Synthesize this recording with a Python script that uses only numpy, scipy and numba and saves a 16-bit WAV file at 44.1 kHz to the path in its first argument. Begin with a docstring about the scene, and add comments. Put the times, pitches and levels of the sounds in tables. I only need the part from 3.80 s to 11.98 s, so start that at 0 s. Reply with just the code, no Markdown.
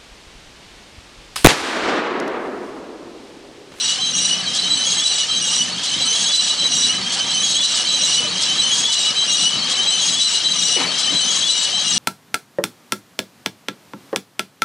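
"""Gliding steel squeals, close to a stereo microphone riding on a hay baler towed across a field.
Dry steel rubs on steel with every turn of the drive: the same run of stick-slip notes comes round,
a plate sings in bursts near 4 kHz and the surfaces scrape. Underneath, the baler rumbles and rattles
with each stroke and the diesel tractor drones ahead. The frame knocks lightly near 3 s, and a bump
shakes it near 7 s."""
import sys
import numpy as np
from scipy import signal
from scipy.fft import rfft, irfft, next_fast_len
from scipy.io import wavfile
from scipy.ndimage import uniform_filter1d
from numba import njit

SR = 44100
rng = np.random.default_rng(int(sys.argv[2]) if len(sys.argv) > 2 else 0)


def log_audio(samples):
    """Write samples as a 16-bit WAV file to the path given in sys.argv[1]."""
    # one column per channel
    frames = np.atleast_2d(samples).T
    # limit to full scale, then quantise
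    limited = np.clip(frames, -1, 1)
    pcm = np.round(limited * 32767).astype(np.int16)
    wavfile.write(sys.argv[1], SR, pcm)


N = 360738
T = np.arange(N) / SR
TURN_S = 1.288  # one turn of the baler's drive


def undb(db):
    """Decibels to gain."""
    return 10 ** (np.asarray(db) / 20)


def unit(x):
    """Scale to rms 1."""
    return x / np.sqrt(np.mean(x ** 2))


def add(track, start_s, sound):
    """Mix a sound in at its time."""
    i = int(start_s * SR)
    a, b = max(i, 0), min(i + len(sound), N)
    if b > a:
        track[a:b] += sound[a - i:b - i]


def curves(table, period=None):
    """A table's columns joined by straight lines in time, repeating if given a period."""
    times, *columns = np.transpose(table)
    return [np.interp(T, times, column, period=period) for column in columns]


def each_turn(table):
    """Gain that opens and closes at the same places on every turn."""
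    gate = sum(undb(db) * ((T - start) % TURN_S < length) for start, length, db in table)
    return uniform_filter1d(gate, 300)


def colour(x, spectrum):
    """Filter by a spectrum of (f/Hz, level/dB) points."""
    size = next_fast_len(N)
    hz, db = np.transpose(spectrum)
    bins = np.maximum(np.arange(size // 2 + 1) * SR / size, 1)
    gain = undb(np.interp(np.log(bins), np.log(hz), db))
    return irfft(rfft(x, size) * gain, size)[:N]


def walk(rate, count=N):
    """Random wander with `rate` new values a second; spread near 1."""
    position = np.arange(count) * rate / SR + rng.random()
    knots = rng.standard_normal(count // 16 + 3)
    return 1.043 * np.interp(position, np.arange(len(knots)), knots)


def grit(spread_db):
    """Noise like dense tiny impacts of uneven size."""
    return unit(rng.standard_normal(N) * undb(spread_db * walk(900)))


def chatter(rough, rate, count):
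    """Uneven grip shakes the size and phase of a tone."""
    return (1 + rough * (walk(rate, count) + 1j * walk(rate, count))) / np.sqrt(1 + 2 * rough ** 2)


def chirps(low_hz, high_hz, mean_s, spread_db, count):
    """Scattered tiny slips, each a short gliding note of its own pitch and size."""
    out = np.zeros(N)
    for when, pitch, length, glide, size in rng.random((count, 5)):
        progress = np.linspace(0, 1, int(mean_s * (.5 + length) * SR))
        hz = (low_hz + pitch * (high_hz - low_hz)) * (1 + 0.065 * (glide - .5) * progress)
        swell = np.sin(np.pi * progress ** 0.52) ** 2  # quick grab, slower release
        add(out, when * T[-1], undb(spread_db * size) * swell * np.sin(2 * np.pi * np.cumsum(hz) / SR))
    return unit(out)


# Reflections in the microphone pair's side signal: f/Hz, relative level/dB
SIDE_SPECTRUM = [(30, -2), (125, -28), (300, -27.5), (1000, -21.5), (2800, -18.5), (5000, -18),
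                 (8500, -12.5)]
def place(x, pan_db, width_db, sway_rate=2):
    """Reflections off steel and ground reach the two microphones unequally and shift as the pair sways."""
    side, angle = np.zeros(N), np.pi * walk(sway_rate)
    for path in range(3):
        scatter = rng.standard_normal(4000) * np.exp(-np.arange(4000) / 1300)
        sway = np.cos(angle + 2 * np.pi * path / 3) * np.sqrt(2 / 3)
        side += sway * signal.fftconvolve(x, scatter / np.linalg.norm(scatter))[:N]
    side = colour(side, SIDE_SPECTRUM) * undb(width_db)
    return np.array([(x + side) * undb(pan_db / 2), (x - side) * undb(-pan_db / 2)])


# Exhaust, faint from up ahead: multiple of the firing rate, level/dB
EXHAUST_HARMONICS = [(1, -74), (2, -64), (3, -57.5), (4, -69), (6, -55.5)]
def engine(firing_hz=40.4):
    """Firing harmonics of the tractor's diesel, nearly steady under its governor."""
    phase = 2 * np.pi * np.cumsum(firing_hz * (1 + 0.0126 * walk(6))) / SR
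    return np.sqrt(2) * sum(undb(db + 2 * walk(11)) * np.sin(k * phase + rng.uniform(0, 2 * np.pi))
                            for k, db in EXHAUST_HARMONICS)


# Boom of the bale chamber: f/Hz, relative level/dB
CHAMBER_SPECTRUM = [(22, -46), (45, -35), (90, -12), (125, -8), (150, -6), (178, 3.5), (205, -3.5),
                    (240, -1), (295, -4), (350, -13.5), (700, -37)]
# Chains, tines and hay: f/Hz, relative level/dB
RATTLE_SPECTRUM = [(30, -41), (150, -17), (350, -4), (570, 0), (660, -1.5), (760, 0), (1050, -3), (1230, 2),
                   (1450, -4), (1680, 1), (1950, -2.5), (2400, 0.5), (3200, 0), (6000, -39)]
# Sheet-metal panels set humming by the rattle: f/Hz, relative level/dB
PANEL_MODES = [(754, -19), (953, -18.5), (1147, -23), (1275, -22)]
# Load through a turn, slack at first: t/s, rumble level/dB, rattle level/dB (both relative)
TURN_LOAD = [(0, -46, -35), (0.14, -46, -33), (0.26, -41.5, -34.5), (0.39, -37.5, -33), (0.56, -39, -32),
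             (0.66, -36.5, -32.5), (0.78, -43.5, -32.5), (0.91, -36.5, -31.5), (1.0, -41, -32.5),
             (1.14, -38.5, -31.5)]
def baler(rattle_drift_db):
    """The chamber booms under load while chains, tines and hay rattle."""
    rumble_db, rattle_db = curves(TURN_LOAD, TURN_S)
    boom = colour(grit(0.96), CHAMBER_SPECTRUM)
    power = uniform_filter1d(boom ** 2, int(0.1635 * SR)) + 0.031 * np.mean(boom ** 2)
    even_boom = boom / np.sqrt(power)
    rumble = even_boom * undb(rumble_db + 2.7 * walk(25))
    clinks = chirps(305, 3188, mean_s=0.028, spread_db=20.7, count=2000)
    hum = sum(undb(db) * np.imag(np.exp(2j * np.pi * hz * T) * (walk(35) + 1j * walk(35)))
              for hz, db in PANEL_MODES)
    rattle = unit(colour(grit(1.9) + 0.21 * clinks, RATTLE_SPECTRUM)) + hum
    rattle *= undb(rattle_db + rattle_drift_db + .5 * walk(45))
    # rumble and rattle duck briefly once a turn, under the plate's loud ring
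    duck = uniform_filter1d(each_turn([(1.238, 0.063, 0)]), 1500)
    stereo = place(rumble, pan_db=0.24, width_db=4.9) + place(rattle, pan_db=2.4, width_db=10.3)
    return (1 - 0.32 * duck) * stereo


# Hollow ring of the frame: f/Hz, relative level/dB, decay/s
FRAME_MODES = [(252, -9, 0.15), (324.6, -5.5, 0.033), (399, -6, 0.016), (472, 2.5, 0.02), (2190, -3, 0.034)]
# Loose steel parts: f/Hz, relative level/dB
CLATTER_SPECTRUM = [(30, -45), (120, -20), (220, -9), (350, -8), (520, -4), (650, -1), (1000, 0),
                    (1600, -5.5), (2300, 1), (3500, -11), (9000, -21)]
# Jolts of the frame: t/s, relative level/dB, clatter decay/s, thud level/dB, thud's first f/Hz
JOLTS = [(2.849, -31.5, 0.025, -41.5, 405), (6.963, -25, 0.055, -20, 458), (7.001, -30.5, 0.09, -32, 347),
         (7.04, -41, 0.097, -29, 310), (7.325, -33, 0.05, -29, 330)]
def knocks(ring_db=-3, clatter_db=2.0, thud_decay_s=0.029, sag_s=0.02893):
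    """A jolt thuds with falling pitch, rings the hollow frame and sets loose steel clattering."""
    clatter, ring, thud = np.zeros((3, N))
    t = np.arange(SR // 2) / SR
    sag = 1 - 0.5 * (1 - np.exp(-t / sag_s))  # down an octave
    for start, db, decay, thud_db, thud_hz in JOLTS:
        add(clatter, start, undb(db) * np.exp(-t / decay))
        for hz, mode_db, fade in FRAME_MODES:
            add(ring, start, undb(db + mode_db) * np.exp(-t / fade) * np.sin(2 * np.pi * hz * t))
        swing = np.exp(2j * np.pi * np.cumsum(thud_hz * sag) / SR) * chatter(.35, 106.8, len(t))
        add(thud, start, undb(thud_db) * np.exp(-t / thud_decay_s) * swing.imag)
    low_cut = signal.butter(4, 190, "high", fs=SR, output="sos")  # the frame's ring and thud carry no deep bass
    frame = signal.sosfilt(low_cut, undb(ring_db) * ring + thud)
    return frame + undb(clatter_db) * clatter * unit(colour(grit(2.0), CLATTER_SPECTRUM))


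# Dry steel grinding near the microphone: f/Hz, relative level/dB
SCRAPE_SPECTRUM = [(200, -50), (1500, -11), (2500, -10), (2750, -3), (2950, 4.5), (3550, 1), (4400, 2),
                   (4700, -0.5), (5600, 0.5), (6400, -2.5), (7200, -7), (8400, -7.5), (9300, -15),
                   (11000, -21.5)]
# How hard it grinds through a turn: t/s, relative level/dB
TURN_DRAG = [(0, -29.5), (.12, -26), (.21, -31), (.33, -30), (.5, -27), (.66, -33.5), (.78, -27.5),
             (.92, -30.5), (1.1, -28.5)]
# Broad hiss of a rasp: f/Hz, relative level/dB
RASP_SPECTRUM = [(2000, -26), (3300, -1.5), (5000, -2.5), (8300, -5), (9300, -13.5), (11000, -22.5)]
# Rasps where the parts drag hardest in a turn: t/s, length/s, relative level/dB
TURN_RASPS = [(.095, 0.03, 3), (.41, 0.1, 3), (.745, 0.034, 7), (1.065, 0.096, 5.5), (1.26, 0.027, 9)]
# Thin chirping near 8 kHz in a turn: t/s, length/s, relative level/dB
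TURN_SPURTS = [(.0, 0.11, -12), (.35, 0.21, 0.5), (.8, .04, -7), (0.93, 0.061, 8), (1.13, 0.17, 3)]
def scrape(drift_db):
    """Dry surfaces grind without pause; rasps and thin bright chirps come round on each turn."""
    drag_db, = curves(TURN_DRAG, TURN_S)
    grain = grit(2) + .4 * chirps(2500, 10000, mean_s=.014, spread_db=14, count=4000)
    grind = unit(colour(grain, SCRAPE_SPECTRUM)) * undb(5.5 + .5 * walk(60))
    rasp = unit(colour(grit(0.7), RASP_SPECTRUM)) * each_turn(TURN_RASPS)
    bright = chirps(7720, 8100, mean_s=0.022, spread_db=20, count=1500)
    bright *= (undb(-29) + each_turn(TURN_SPURTS)) * undb(-6.5)
    return (grind + rasp + bright) * undb(drag_db + drift_db)


# The nearby plate's swells in a turn: middle t/s, length/s, f/Hz, relative level/dB
PLATE_SWELLS = [(0.01, 0.055, 4010, -20.5), (0.081, 0.06, 3890, -31), (0.131, 0.025, 3934, -19),
                (0.233, 0.035, 3950, -18.5), (0.28, 0.036, 3934, -20), (0.377, 0.11, 3950, -25.5),
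                (0.471, 0.066, 3950, -21.5), (0.598, 0.04, 3956, -31.5), (0.682, 0.05, 3920, -33),
                (0.804, 0.048, 3980, -24), (0.872, 0.045, 3880, -26), (0.934, 0.04, 3960, -16.5),
                (1.026, 0.1, 3960, -28), (1.137, 0.07, 3900, -28), (1.189, 0.04, 3920, -24.5),
                (1.264, 0.03, 3945, -16)]
def plate(octave_db=-14, gain_db=0.66, waver=0.0023, stutter_db=5.0, jitter_s=.004, detune=0.00208):
    """One plate mode is rubbed into song on each turn; longer swells stutter and wander more."""
    out = np.zeros(N)
    for turn_s in np.arange(0, T[-1], TURN_S):
        for middle, length, hz, db in PLATE_SWELLS:
            late, sharp, vary_db = rng.standard_normal(3)
            count = int(3 * length * SR)
            t = np.arange(count) / SR - count / SR / 2
            unrest = min(length / .08, 1) ** 2
            stutter = unit(undb(stutter_db * unrest * walk(50, count)))
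            swell = .5 ** (np.abs(2 * t / length) ** 2.2) * stutter
            wander = waver * (1 + unrest) / 2 * walk(35, count)
            swing = np.exp(2j * np.pi * np.cumsum(hz * (1 + detune * sharp + wander)) / SR)
            tone = swing * chatter(0.37, 258.5, count)
            octave = undb(octave_db) * swing ** 2 * chatter(1.0, 303, count)
            when = turn_s + middle + jitter_s * late + t[0]
            add(out, when, undb(db + gain_db + vary_db) * swell * np.imag(tone + octave))
    faint = chirps(3900, 4000, mean_s=0.045, spread_db=12, count=300)
    faint += 0.71 * chirps(4200, 4450, mean_s=0.052, spread_db=20.7, count=400)
    return np.sqrt(2) * out + undb(-33) * faint


# One turn's squeals, close up, levels relative:
# t/s, length/s, first f/Hz, last f/Hz, tone level/dB, octave level/dB, roughness/0-1
TURN_SQUEALS = [(0, 0.084, 2900, 2890, -30.5, -27.5, 0.53), (0.037, 0.071, 3830, 3880, -26.5, -30, 0.24),
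                (.04, .09, 3500, 3485, -49, -37, 0.1), (0.09, 0.072, 2940, 2930, -24.5, -31.5, 0.4),
                (0.194, 0.075, 3120, 3180, -25, -36, 0.18), (.255, 0.063, 3170, 3164, -28.5, -29.5, 0.6),
                (0.322, 0.054, 2905, 2860, -27, -23, 0.5), (0.351, 0.052, 3210, 3260, -27.5, -24, .45),
                (0.37, 0.036, 3800, 3800, -23, -27, 0.6), (0.385, 0.12, 2890, 2900, -27, -23, 0.82),
                (0.502, 0.043, 2940, 2970, -17, -22.5, 0.35), (0.549, 0.065, 2940, 3040, -26.5, -33, 0.3),
                (0.634, 0.041, 4490, 4380, -27.5, -51, .15), (.665, .12, 3140, 3270, -29, -40, 0.33),
                (0.823, 0.049, 3060, 3090, -21.5, -31, 0.3), (.878, 0.078, 3200, 3240, -26, -35, 0.58),
                (.957, .1, 3050, 3050, -23.5, -25.5, 0.42), (0.96, 0.035, 4270, 4220, -27, -52, .5),
                (1.053, 0.046, 3355, 3230, -21, -23, 0.37), (1.108, 0.044, 3230, 3300, -25.5, -23.5, 0.34),
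                (1.171, 0.035, 3223, 3290, -22, -23, 0.46), (1.192, 0.062, 3380, 3434, -22, -38, 0.31),
                (1.231, .048, 2960, 2960, -28.5, -29.5, 0.65)]
def squeal(drift_db, edge_s=.024, waver=0.01295, jitter_s=.003, detune=.0035, vary_db=.9):
    """Steel sticks and slips on steel: overlapping notes come round each turn, never quite alike."""
    tone, overtones = np.zeros((2, N))
    for turn_s in np.arange(0, T[-1], TURN_S):
        for start, length, first_hz, last_hz, db, octave_db, rough in TURN_SQUEALS:
            late, sharp, loud = rng.standard_normal(3)
            count = int((length + edge_s) * SR)
            t = np.arange(count) / SR
            stagger = detune * sharp + waver * rough * walk(80.5, count)
            hz = np.linspace(first_hz, last_hz, count) * (1 + stagger)
            swing = np.exp(2j * np.pi * np.cumsum(hz) / SR)
            grip = np.clip(np.minimum(t, t[-1] - t) / edge_s, 0, 1) * undb(vary_db * loud)
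            partials = []
            for k in (1, 2, 3):  # higher partials shake harder and faster
                stutter = undb(0.84 * (1.5 + k) * walk(65.6, count))
                shake = chatter(rough * k ** .65, 230 * k ** .9, count)
                partials.append(grip * unit(stutter * np.imag(swing ** k * shake)))
            when = turn_s + start - edge_s / 2 + jitter_s * late
            add(tone, when, undb(db) * partials[0])
            third_gain = undb(-10) * (2900 / first_hz) ** 7  # steel radiates little above 9 kHz
            add(overtones, when, undb(octave_db) * (partials[1] + third_gain * partials[2]))
    return undb(0.5 + drift_db) * tone + undb(0.84) * overtones


# Wander over the ride: t/s, then added level/dB for squeal tone, plate, scrape, rattle
LEVEL_DRIFT = [(0.0, -1, -4, 0, -1), (0.34, -2, -1.7, -3.1, -1.5), (0.68, 0.2, 0, -0.5, -0.1),
               (0.85, -2, 1.8, -1.5, -1.3), (1.36, -0.7, -0.3, -0.7, 0), (2.04, -1.1, -3.5, -1.5, -2.2),
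               (2.21, -1.4, 0, 0.6, -0.7), (3.06, -1.2, 4, -0.5, 0.3), (3.4, 1.2, -8, -0.5, 0.3),
               (3.74, 0, 6.5, -1, -2.5), (3.91, -2, -2, 1.2, 2), (4.25, -0.5, 2.3, 1.7, 1.0),
               (5.1, 3.5, -3.5, 0.8, 0.5), (5.27, 3.5, 2.2, 0.1, 1.5), (6.12, 3, 0.5, 0, 0.7),
               (6.29, -0.8, 3, 1, 0), (7.82, 1.8, -1.0, 0, 0.7), (8.16, 0, -0.9, 1, 0.5)]
# The rubbing steel shifts from centre to left at the microphone: t/s, left minus right level/dB
STEEL_PAN = [(0.0, 0.4), (1.2, -0.1), (3.2, -0.5), (4.3, -0.2), (5.2, 1.1), (5.75, 3), (6.3, 2.3),
             (7.1, 4.5), (8.18, 4)]
def scene():
    """From aboard the baler: squeal and scrape close by, over the rumble of machine and tractor."""
    squeal_db, plate_db, scrape_db, rattle_db = curves(LEVEL_DRIFT)
    pan_db, = curves(STEEL_PAN)
    singing = squeal(squeal_db) + plate() * undb(plate_db)
    grinding = scrape(scrape_db)
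    machine = baler(rattle_db)
    steel = place(singing, pan_db, width_db=-1.5) + place(grinding, pan_db, width_db=1.5)
    return steel + machine + place(knocks(), pan_db=6.2, width_db=9) + engine()


@njit
def follow(x, attack, release):
    """Peak follower: quick to rise, slow to fall."""
    out, level = np.empty(len(x)), 0.
    for i in range(len(x)):
        level += (x[i] - level) * (attack if x[i] > level else release)
        out[i] = level
    return out


def record(dry, threshold=.56, release_s=0.064, top_hz=11050):
    """A limiter behind the microphone ducks everything under the loudest squeals; the top is cut."""
    peak = follow(np.abs(dry).max(axis=0), 0.79, 1 / (release_s * SR))
    limited = dry / (1 + (peak / threshold) ** 4) ** (1 / 4)
    high_cut = signal.ellip(10, .1, 60, top_hz, fs=SR, output="sos")
    return signal.sosfiltfilt(high_cut, limited * undb(0.52))


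dry = scene()
out = record(dry)
log_audio(out)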